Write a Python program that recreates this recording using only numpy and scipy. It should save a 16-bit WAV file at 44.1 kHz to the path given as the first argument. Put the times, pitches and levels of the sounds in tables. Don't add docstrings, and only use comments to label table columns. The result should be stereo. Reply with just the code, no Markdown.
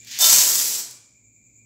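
import sys
import numpy as np
from scipy import signal
from scipy.fft import rfft, irfft, next_fast_len
from scipy.io import wavfile
from scipy.ndimage import map_coordinates

SR = 44100
rng = np.random.default_rng(int(sys.argv[2]) if len(sys.argv) > 2 else 0)


def linear_from_db(decibels):
    return 10 ** (np.asarray(decibels, float) / 20)


def int16_out(signal):
    q = np.round(np.clip(np.atleast_2d(signal).T, -1, 1) * 32767)
    wavfile.write(sys.argv[1], SR, q.astype(np.int16))


N = 72765
T = np.arange(N) / SR


def unit(x):
    return x / np.sqrt(np.mean(x ** 2) + 1e-20)


def along(points, hz):
    f, value = np.transpose(points)
    return np.interp(np.log(hz + 1), np.log(f + 1), value)


def curves(rows):
    s, *columns = np.transpose(rows)
    return [np.interp(T, s, column) for column in columns]


def wobble(knots_per_s):
    return map_coordinates(rng.standard_normal(N // 20), [T * knots_per_s])


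def noise():
    return rng.standard_normal(N)


def filtered(x, response):
    size = next_fast_len(N + SR // 2)
    hz = np.fft.rfftfreq(size, 1 / SR)
    return irfft(rfft(x, size) * response(hz), size)[:N]


def causal(points):
    def response(hz):
        cepstrum = irfft(np.log(np.maximum(linear_from_db(along(points, hz)), 1e-4)))
        half = len(cepstrum) // 2
        cepstrum[1:half] *= 2
        cepstrum[half + 1:] = 0
        return np.exp(rfft(cepstrum))
    return response


def body(peaks, order=1):
    def response(f):
        total = 0
        for k, (hz, width_hz, db) in enumerate(peaks):
            loss = 1j * f * width_hz
            total = total + (-1) ** k * linear_from_db(db) * (loss / (hz * hz - f * f + loss)) ** order
        return response_sum(total)

    def response_sum(total):
        return total
    return response


def patter(per_s, spread_db):
    chance, size, sign = rng.random((3, N))
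    strength = linear_from_db(-spread_db * np.log(size + 0.043))
    return unit((chance < per_s / SR) * strength * np.sign(sign - .5))


def pulses(per_s, jitter):
    count = np.cumsum(per_s * (1 + jitter * wobble(43))) / SR
    return np.diff(np.floor(count), prepend=0) * linear_from_db(3.09 * noise())


def tone(hz, drift_hz, knots_per_s):
    cycles = np.cumsum(hz + drift_hz * wobble(knots_per_s)) / SR
    return np.sqrt(2) * np.sin(2 * np.pi * cycles)


# time in seconds, flow level in dB, ring of the bare steel in dB.
STREAM = [
    (.186, -73, -3),
    (.19, -28, 6.5),
    (.203, -20.5, 2),
    (.214, -16, 3.5),
    (.29, -16, -9.5),
    (.34, -13, -12.5),
    (.4, -17, -11),
    (.45, -18.5, -25.5),
    (.8, -29, -19),
]
# time in seconds, peak in dB.
CLUMP_HITS = [(0.2167, -1.5), (0.2413, 5), (0.2584, 1), (0.2844, -5.5), (0.296, -3), (0.3264, 0),
              (0.3844, 2), (0.4354, -17), (0.4897, -8), (0.5544, -3), (0.5967, -7), (0.738, -20)]


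def stream_flow():
    surge_db, clump_db, clump_decay_s, stop_s = 1.12, -20, 0.007, 0.046
    flow_db, ring_db = curves(STREAM)
    flow_db = flow_db - 20 * np.clip(T - STREAM[-1][0], 0, 1) / stop_s
    clumps = np.zeros(N)
    for s, db in CLUMP_HITS:
        above_flow = linear_from_db(db - np.interp(s, T, flow_db) + clump_db)
        clumps += (T >= s) * np.exp(-np.abs(T - s) / clump_decay_s) * above_flow
    flow = linear_from_db(flow_db + surge_db * wobble(70)) * (T > STREAM[0][0])
    return flow * (1 + clumps), ring_db


# frequency in Hz, level in dB.
KERNEL_CLICK = [(400, -42), (700, -22), (2750, -14.5), (5300, -3.5), (7900, -0.5), (9200, -15.5),
                (10800, -5), (15700, -5.5)]


def kernel_clicks(hits, flow):
    click = causal(KERNEL_CLICK)
    return filtered(hits * flow, click) / np.std(filtered(hits, click))


def chinks(count):
    median_hz, scatter, t60_s = 6703, .17, .015
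    when_s, size = rng.random((2, count, 1))
    hz = np.clip(median_hz * np.exp(scatter * rng.standard_normal((count, 1))), 500, 15000)
    t, start = T[:600], (when_s * SR).astype(int)
    rings = linear_from_db(-4 * np.log(size + 0.0075) - 60 * t / t60_s) * np.sin(2 * np.pi * hz * t)
    out = np.bincount((start + np.arange(len(t))).ravel(), rings.ravel(), N)[:N]
    return out / np.std(out[:SR])


# frequency in Hz, level in dB, t60 in seconds, deadening by the heap (0-3).
STEEL_MODES = [(628.8, -12.5, 0.13, 0.91), (762, -14, .15, 2.1), (1008.5, -18, 0.059, 0.35),
               (1341.4, -12, 0.3, 1.7), (3020, -12.5, .12, 2.6), (3602, -6.5, .1, 2.8),
               (4291, -1.5, .12, 0.74), (5020, -19.5, .08, 0.73), (5167, -18, .08, 1.2),
               (5369, 0, .05, 1.4), (6170, -3, .05, .4), (7063, -7.5, 0.11, 1), (7272, -8.5, .08, .8),
               (7650, -11.5, .06, 0.36)]


def steel_ring(hits, flow, ring_db):
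    sound = np.zeros(N)
    for hz, db, t60_s, deadens in STEEL_MODES:
        width_hz = 1.5 * np.log(1000) / np.pi / t60_s
        mode = body([(hz, width_hz, 0)], order=2)
        drive = hits * flow * linear_from_db(deadens * ring_db - 11.5 + db)
        sound += filtered(drive, mode) / np.std(filtered(hits, mode))
    return sound


# frequency in Hz, level in dB.
HEAP_THUD = [(100, -38), (150, -4.5), (330, -1.5), (500, 0.5), (1000, -16.5), (2000, -40)]


def heap_thuds(flow, ring_db):
    thuds = unit(filtered(patter(600, 4.3), causal(HEAP_THUD)))
    return linear_from_db(-41.5 - 0.49 * ring_db) * flow * thuds


def pour():
    flow, ring_db = stream_flow()
    hits = patter(per_s=4000, spread_db=3.5)
    clicks = kernel_clicks(hits, flow) + linear_from_db(-6.5) * flow * chinks(count=2500)
    return clicks + heap_thuds(flow, ring_db) + steel_ring(hits, flow, ring_db)


# time in seconds, level in dB.
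CUP_SLIDE = [
    (0, -59),
    (.068, -50.5),
    (.071, -43),
    (.11, -39.5),
    (.113, -35.5),
    (.19, -33.5),
    (.4, -25.5),
    (.6, -70.5),
]
# frequency in Hz, level in dB.
CUP_WALL = [(410, -48), (700, -22.5), (1280, -20.5), (1660, -5.5), (1920, -2.5), (4320, 0), (6740, 1),
            (8990, -15.5), (16000, -14)]


def cup_slide():
    level_db, = curves(CUP_SLIDE)
    rub = unit(filtered(patter(5300, 2.44), causal(CUP_WALL)))
    sliding = (T > CUP_SLIDE[0][0]) * (T < CUP_SLIDE[-1][0])
    return rub * linear_from_db(level_db + wobble(44.1)) * sliding


# time in seconds, peak in dB.
SINGLE_DROPS = [
    (0.0473, -28.5),
    (0.0722, -25.5),
    (0.112, -24),
    (0.1884, -4),
    (0.9096, -19),
]


def single_drops():
    drops = np.zeros(N + SR)
    for s, db in SINGLE_DROPS:
        burst = linear_from_db(db - 3.5 - 60 * T[:300] / 0.02) * rng.standard_normal(300)
        drops[round(s * SR):][:300] += burst
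    tick = causal([(500, -26.5), (3000, -17), (7000, -0.5), (9000, -13), (15000, -10.5)])
    return filtered(drops[:N], tick)


# frequency in Hz, t60 in seconds.
ROOM_DECAY = [(200, 0.9), (1000, 0.73), (4000, 0.54), (8000, 0.53), (15000, 0.25)]


def room(x):
    hz, t, z = signal.stft(rng.standard_normal((12, SR // 2)), SR, nperseg=256)
    decay = linear_from_db(-60 * t / along(ROOM_DECAY, hz)[:, None])
    tails = signal.istft(z * decay, SR, nperseg=256)[1]
    fades = np.clip(1 - np.abs(T * 10 - np.arange(12)[:, None]), 0, 1)
    parts = np.pad(x, (200, 0))[:N] * fades
    return signal.fftconvolve(parts, tails / np.linalg.norm(tails[0]), axes=1).sum(0)[:N]


# frequency in Hz, level in dB.
HIGH_CRICKET_WING = [(5600, -31), (6600, -7.5), (7100, 2.5), (7800, -9), (8300, -39.5), (12500, -46.5),
                     (13800, -26.5), (15500, -36)]


def high_crickets():
    chirp_db, chirps_per_s, chirp_peak_s = 2.5, 9.6, 1.365
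    chirp = np.cos(2 * np.pi * chirps_per_s * (T - chirp_peak_s))
    swell = linear_from_db(chirp_db * chirp + .8 * wobble(1.4))
    teeth = unit(pulses(per_s=700, jitter=0.48)) * .3 + noise() * linear_from_db(0.91 * wobble(70))
    wing = causal([(3000, -67)] + HIGH_CRICKET_WING)
    return linear_from_db(-60) * unit(filtered(teeth * swell, wing))


# frequency in Hz, level in dB.
LOW_CRICKET_WING = [(1950, -34), (2150, -10), (2360, 0), (2560, -11), (2800, -36)]


def low_crickets():
    wing = causal([(900, -67)] + LOW_CRICKET_WING + [(5000, -63)])
    blur = unit(filtered(noise(), wing))
    trill = tone(2358, drift_hz=25, knots_per_s=90) * linear_from_db(3 * wobble(96))
    return linear_from_db(-72.5) * blur + linear_from_db(-73.5) * trill


# frequency in Hz, width in Hz, level in dB.
RUMBLE = [(53, 18, -4), (118, 40, -6), (240, 90, -9)]
# frequency in Hz, level in dB.
AIR = [(25, -10), (200, 0), (550, -10), (1100, -25), (2900, -31), (4600, -20), (9500, -37), (16000, -29)]


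def night():
    motor = tone(116, drift_hz=7, knots_per_s=12) * linear_from_db(4 * wobble(9))
    rumble = unit(filtered(noise(), body(RUMBLE, order=2)))
    air = unit(filtered(noise(), lambda hz: linear_from_db(along(AIR, hz))))
    return linear_from_db(-70) * motor + linear_from_db(-70) * rumble + linear_from_db(-75) * air


# time in seconds, gain in dB.
RECORDER_GAIN = [
    (0, 9),
    (.2, 11.5),
    (.45, 4.5),
    (1.1, 1.3),
    (1.65, 3.9),
]


def scene():
    near = pour() + cup_slide() + single_drops()
    gain_db, = curves(RECORDER_GAIN)
    outside = high_crickets() + low_crickets() + night()
    mono = near + linear_from_db(-2) * room(near) + linear_from_db(gain_db) * outside
    return np.array([mono, mono])


def low_pass(x):
    return signal.sosfilt(signal.butter(12, 16300, fs=SR, output="sos"), x)


def record(dry):
    soft = dry / (1 + np.abs(dry / .93) ** 8) ** (1 / 8)

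    def band(hz):
        bass_cut = hz ** 4 / (hz ** 4 + 42 ** 4)
        return bass_cut / (1 + np.exp(np.clip((hz - 15760) / 12, -50, 50)))
    mix = np.array([filtered(channel, band) for channel in soft])
    return low_pass(mix)


dry = scene()
out = record(dry)
int16_out(out)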